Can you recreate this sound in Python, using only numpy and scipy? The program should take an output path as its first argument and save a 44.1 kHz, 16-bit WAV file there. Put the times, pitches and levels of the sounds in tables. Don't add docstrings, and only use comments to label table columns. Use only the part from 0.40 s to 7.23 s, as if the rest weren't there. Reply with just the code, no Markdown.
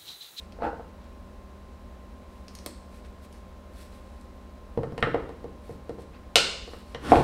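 import sys
import numpy as np
from scipy import signal
from scipy.fft import rfft, irfft, next_fast_len
from scipy.io import wavfile
from scipy.ndimage import uniform_filter1d

SR = 44100
rng = np.random.default_rng(int(sys.argv[2]) if len(sys.argv) > 2 else 0)


def materialize(psi):
    bounded = np.clip(np.atleast_2d(psi).T, -1, 1)
    quanta = np.round(bounded * 32767).astype(np.int16)
    wavfile.write(sys.argv[1], SR, quanta)


N = 301242
RING_SAMPLES = 4096

ROOM_NOISE = [(13, -59), (22, -8.5), (64, 3), (84, -27), (97, -12), (146, -22), (192, -11), (267, -13.5),
              (392, -17.5), (438, -20), (516, -13.5), (779, -22.5), (1080, -23.5), (1500, -28.5),
              (15500, -52.5)]
HUM_TONES = [(56.2, -57, 6.3), (74.3, -51, 2.12), (194.6, -57, 3.4), (240.4, -61, 5.1), (386, -66.5, 4.65),
             (594, -64, 5.56), (819, -70, 1.5), (972, -71, 2.4), (1050, -61.5, 0.83), (3960, -79, 104)]
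CLOTH_RUB = [(400, -6), (1000, 0), (2200, -1), (3200, -3.5), (4400, -1.5), (6500, -10), (9200, -6),
             (12000, -8.5), (15500, -13)]
STROKES = [(.01, .16, -61, 11000), (.64, 0.13, -64, 6000), (1.954, 0.19, -70, 15000),
           (2.218, 0.45, -65, 14900), (2.554, .15, -62, 15000), (2.655, 0.041, -58.5, 10000),
           (2.842, 0.07, -58.5, 15000), (2.96, 0.14, -66.5, 14000), (3.407, 0.22, -56.5, 15000),
           (3.548, 0.18, -62, 14900), (3.72, 0.39, -70, 12000), (5.292, 0.22, -64, 15000),
           (5.615, .08, -61, 13000), (5.75, 0.093, -54.5, 3450), (6.35, 0.28, -60, 15000),
           (6.51, 0.16, -61, 12000)]
# t/s, level/dB, cutoff/Hz, touched spot f/Hz, face share
NAIL_TICKS = [(.1227, -47, 4200, 4640, 0.18), (2.0824, -40.5, 6000, 4960, .02),
              (2.152, -39.5, 11600, 6600, .02), (2.188, -42.5, 7300, 5400, .02),
              (2.262, -27, 15200, 9100, 0.91), (2.649, -52, 2500, 2240, .05), (2.927, -50, 9900, 4300, .07),
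              (3.812, -55.5, 9000, 7600, .05), (4.605, -53, 12000, 9000, .04),
              (6.547, -35, 3000, 3120, .05)]
RIM_TONES = [(3170, 1000, 1), (4200, 740, 7), (5440, 1600, -0.5), (7100, 580, -1.5), (8720, 1200, 2),
             (13000, 3400, -1)]
FACE_TONES = [(301, 40, 20.5), (570, 110, 15.5), (1140, 170, 8), (2080, 370, 4.5)]
LID_BUMPS = [(.187, -36, 890), (.2205, -24, 1500), (.2545, -31, 960), (.33, -29, 900), (.395, -31.5, 890)]
LYING_LID_TONES = [(500, 77, -1), (673, 99, -4), (855, 160, -10), (1270, 92, -8), (1670, 310, -15),
                   (2760, 340, -27), (4300, 600, -20)]
LID_SLIDES = [(.252, 0.15, -26)]
LID_SCRAPE = [(120, -15), (330, -3.5), (410, -14), (500, 1), (650, -10), (890, 3), (1020, -20),
              (1350, -10.5), (1750, -20.5), (2100, -26), (2700, -27.5), (3400, -37.5), (4300, -37),
              (6000, -51), (15000, -59)]
# t/s, level/dB, cutoff/Hz, table share, lid share, rim level/dB
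KNOCKS = [(4.3746, -23, 544, 0.89, 0.29, -55), (4.433, -30.5, 700, 0.21, 0.67, -53),
          (4.522, -36.5, 500, 1.1, 0.54, -59), (4.579, -32.5, 2570, 0.83, 0.3, -44),
          (4.626, -19, 2600, 1.5, 1.46, -42), (4.671, -27, 438, 0.13, 0.12, -73),
          (4.744, -20.5, 787, 0.17, .5, -53), (4.8922, -39.5, 990, .17, 0.42, -55),
          (5.0427, -34.5, 525, 0.35, 0.35, -59), (5.294, -36.5, 460, 0.78, 0.52, -70),
          (5.494, -31.5, 430, 0.29, 0.58, -51), (5.5843, -40, 586, 0.45, 0.36, -68),
          (6.277, -41.5, 450, .22, 1.2, -70), (6.334, -42, 884, .22, 0.95, -70),
          (6.5478, -34, 4420, 0.7, 0.36, -64)]
CONTAINER_TONES = [(278, 28, 1), (473, 121, 5), (790, 410, -2), (1030, 213, 0.5), (2000, 180, -29),
                   (3000, 490, -13), (4200, 380, -28), (5400, 2100, -18)]
TABLE_TONES = [(98.6, 11.3, 3), (126.5, 13.7, 10.5), (140, 90, 5), (255, 56, -0.5)]
LID_TONES = [(1200, 340, 4), (1654, 540, 1), (1810, 165, 6), (2176, 190, 0.5), (2270, 160, 0),
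             (3080, 690, -7.5), (3780, 300, -5), (9000, 790, -12)]
SNAPS = [(5.957, -3.5, 11400), (5.9643, -21.5, 4770), (5.9745, -39, 9000), (5.9848, -18, 4000)]
LATCH_TONES = [(440, 145, 0.5), (730, 200, -2), (1030, 220, -8), (1410, 240, -2), (2200, 640, -4),
               (2970, 230, 6.5), (3580, 220, 2.5), (3830, 270, 3.5), (4320, 710, -0.5), (4970, 560, -2.5),
               (6000, 220, -8.5), (6480, 260, -11), (8460, 2000, -13.5), (12600, 1600, -16)]
CONTAINER_SLIDES = [(6.745, 0.3, -28.5)]
CONTAINER_SCRAPE = [(35, -38), (60, 0), (199, -5), (339, -1), (539, -10.5), (695, -13.5), (1390, -12),
                    (1830, -17.5), (2470, -22.5), (3500, -22), (7000, -35.5), (9450, -32), (15000, -49)]
ROCKS = [(6.7185, -1, 1090, 0.057), (6.7255, -23, 870, 1.4), (6.7345, -21, 1200, 0.098),
         (6.756, -14.5, 2800, 0.087), (6.7695, -9, 480, 0.8), (6.787, -33, 940, 1.2)]
BASE_TONES = [(301, 74, 6), (623, 360, 3.5), (786, 138, 10), (1230, 580, -8), (2200, 510, -6),
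              (3740, 2000, -15)]
ECHOES = [(.0011, 0.083), (.0027, 0.17), (.0046, 0.18), (.0086, .25), (0.0125, 0.18)]
ROOM_FADE = [(100, 0.95), (350, 0.69), (1000, 0.56), (3500, 0.68), (7500, 0.61), (11000, 0.4),
             (16000, 0.24)]
ROOM_COLOUR = [(80, 1.5), (400, 1), (1500, 1), (3200, -2.5), (8000, 4.5), (11000, -10), (16000, -4.5)]


def amp(db):
    return 10 ** (np.asarray(db) / 20)


def evened(x):
    return x / np.sqrt(np.mean(x ** 2) + 1e-20)


def read(points, hz):
    f, value = np.transpose(points)
    return np.interp(np.log(hz + 1), np.log(f + 1), value)


def add(mix, start_s, sound):
    part = mix[max(round(start_s * SR), 0):][:len(sound)]
    part += sound[:len(part)]


def dulled(x, cutoff_hz):
    return signal.lfilter(*signal.butter(2, cutoff_hz, fs=SR), x)


def coloured(x, spectrum):
    size = next_fast_len(N)
    gains = amp(read(spectrum, np.fft.rfftfreq(size, 1 / SR)))
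    return evened(irfft(rfft(x, size) * gains, size)[:N])


def friction(spectrum, slips_per_s, hiss=1.0):
    slips = rng.standard_normal(N) * (rng.random(N) < slips_per_s / SR)
    return coloured(evened(slips) + hiss * rng.standard_normal(N), spectrum)


def glide(middle_s, length_s, db, power):
    position = (np.arange(N) / SR - middle_s) / length_s
    gain, moving = np.zeros(N), abs(position) < .5
    gain[moving] = amp(db) * np.cos(np.pi * position[moving]) ** power
    return gain


def ring(tones):
    t = np.arange(RING_SAMPLES) / SR
    return sum(amp(db) * width * np.exp(-np.pi * width * t) * np.sin(2 * np.pi * hz * t) * (-1) ** k
               for k, (hz, width, db) in enumerate(tones))


def hit(ringing, db, cutoff_hz, chatter=0.97, chatter_s=.003):
    t = np.arange(RING_SAMPLES) / SR
    grit = rng.standard_normal(RING_SAMPLES) * np.exp(-t / chatter_s)
    grit = signal.lfilter(*signal.butter(1, 1200, "high", fs=SR), grit / np.linalg.norm(grit))
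    force = rfft((t == 0) + chatter * grit, 2 * RING_SAMPLES)
    smeared = irfft(rfft(ringing, 2 * RING_SAMPLES) * force / abs(force))[:RING_SAMPLES]
    sound = dulled(smeared, cutoff_hz)
    loudest = np.sqrt(uniform_filter1d(sound ** 2, size=128).max())
    return amp(db) * sound / loudest


def hits(rows, body_tones, *touching_tones):
    out, body = np.zeros(N), ring(body_tones)
    neighbours = [ring(tones) for tones in touching_tones]
    for start_s, db, cutoff_hz, *shares in rows:
        ringing = body + sum(share * other for share, other in zip(shares, neighbours))
        add(out, start_s, hit(ringing, db, cutoff_hz))
    return out


def appliance_hum():
    t = np.arange(N) / SR
    steps = np.linspace(0, t[-1], 4096)
    out = np.zeros(N)
    for hz, db, width in HUM_TONES:
        drift = np.cumsum(rng.standard_normal(len(steps))) * np.sqrt(2 * np.pi * width * steps[1])
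        out += amp(db) * np.sqrt(2) * np.sin(2 * np.pi * hz * t + np.interp(t, steps, drift))
    return out


def sleeves():
    rub = friction(CLOTH_RUB, slips_per_s=1800, hiss=.8)
    out = amp(-76.5) * rub
    for middle_s, length_s, db, cutoff_hz in STROKES:
        out += glide(middle_s, length_s, db, power=2.14) * dulled(rub, cutoff_hz)
    return out


def nail_ticks(spot_width_hz=1100, spot_db=5):
    out, rim, face = np.zeros(N), ring(RIM_TONES), ring(FACE_TONES)
    for start_s, db, cutoff_hz, spot_hz, flex in NAIL_TICKS:
        spot = ring([(spot_hz, spot_width_hz, spot_db)])
        ringing = rim + flex * face + max(1 - flex, .2) * spot
        add(out, start_s, hit(ringing, db, cutoff_hz))
    return out


def lid_pickup():
    bumps = hits(LID_BUMPS, LYING_LID_TONES)
    swell = sum(glide(*row, power=3.2) for row in LID_SLIDES)
    return bumps + swell * friction(LID_SCRAPE, slips_per_s=1400)


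def container_knocks():
    return hits([row[:-1] for row in KNOCKS], CONTAINER_TONES, TABLE_TONES, LID_TONES)


def rim_ticks(cutoff_hz=7700):
    return hits([(start_s, rim_db, cutoff_hz) for start_s, *_, rim_db in KNOCKS], RIM_TONES)


def latch_snap():
    return hits(SNAPS, LATCH_TONES)


def container_slide():
    swell = sum(glide(*row, power=1.34) for row in CONTAINER_SLIDES)
    return swell * friction(CONTAINER_SCRAPE, slips_per_s=1800)


def container_rocks():
    return hits(ROCKS, BASE_TONES, TABLE_TONES)


def with_near_echoes(x):
    out, bounce = x.copy(), dulled(x, cutoff_hz=7000)
    for delay_s, share in ECHOES:
        add(out, delay_s, share * bounce)
    return out


def kitchen_echo(x, build_s=0.00052, scatter_s=0.025):
    age = np.arange(SR) / SR
    hz, t, bands = signal.stft(rng.choice([-1., 1.], SR), SR, nperseg=256)
    fade = amp(-60 * t / read(ROOM_FADE, hz)[:, None])
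    tail = signal.istft(bands * fade, SR, nperseg=256)[1][:SR]
    spectrum = rfft(tail * (1 - np.exp(-age / build_s)) * (1 + np.exp(-age / scatter_s)))
    local_level = np.sqrt(uniform_filter1d(abs(spectrum) ** 2, size=160) + 1e-12)
    spectrum *= amp(read(ROOM_COLOUR, np.fft.rfftfreq(SR, 1 / SR))) / local_level
    tail = irfft(spectrum)[:SR * 3 // 4]
    return signal.oaconvolve(x, tail / np.linalg.norm(tail))[:N]


def scene():
    background = amp(-48) * coloured(rng.standard_normal(N), ROOM_NOISE) + appliance_hum()
    cloth = amp(-0.5) * sleeves()
    ticks = amp(-1) * (nail_ticks() + rim_ticks())
    lid = amp(-3) * lid_pickup()
    knocks = amp(4) * container_knocks()
    snap = amp(-2.5) * latch_snap()
    slide = amp(-1.5) * container_slide()
    rocks = amp(-5) * container_rocks()
    direct = cloth + ticks + lid + knocks + snap + slide + rocks
    into_room = (amp(-7) * (cloth + slide) + amp(-5) * ticks + amp(-5.5) * lid
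                 + amp(-3) * knocks + amp(1.25) * snap + amp(0.5) * rocks)
    return (with_near_echoes(direct) + kitchen_echo(into_room) + background)[None]


def record(dry):
    treble_cut = signal.firwin(401, 15900, window=("kaiser", 9), fs=SR)
    return signal.oaconvolve(np.clip(dry, -1, 1), treble_cut[None], "same")


dry = scene()
out = record(dry)
materialize(out)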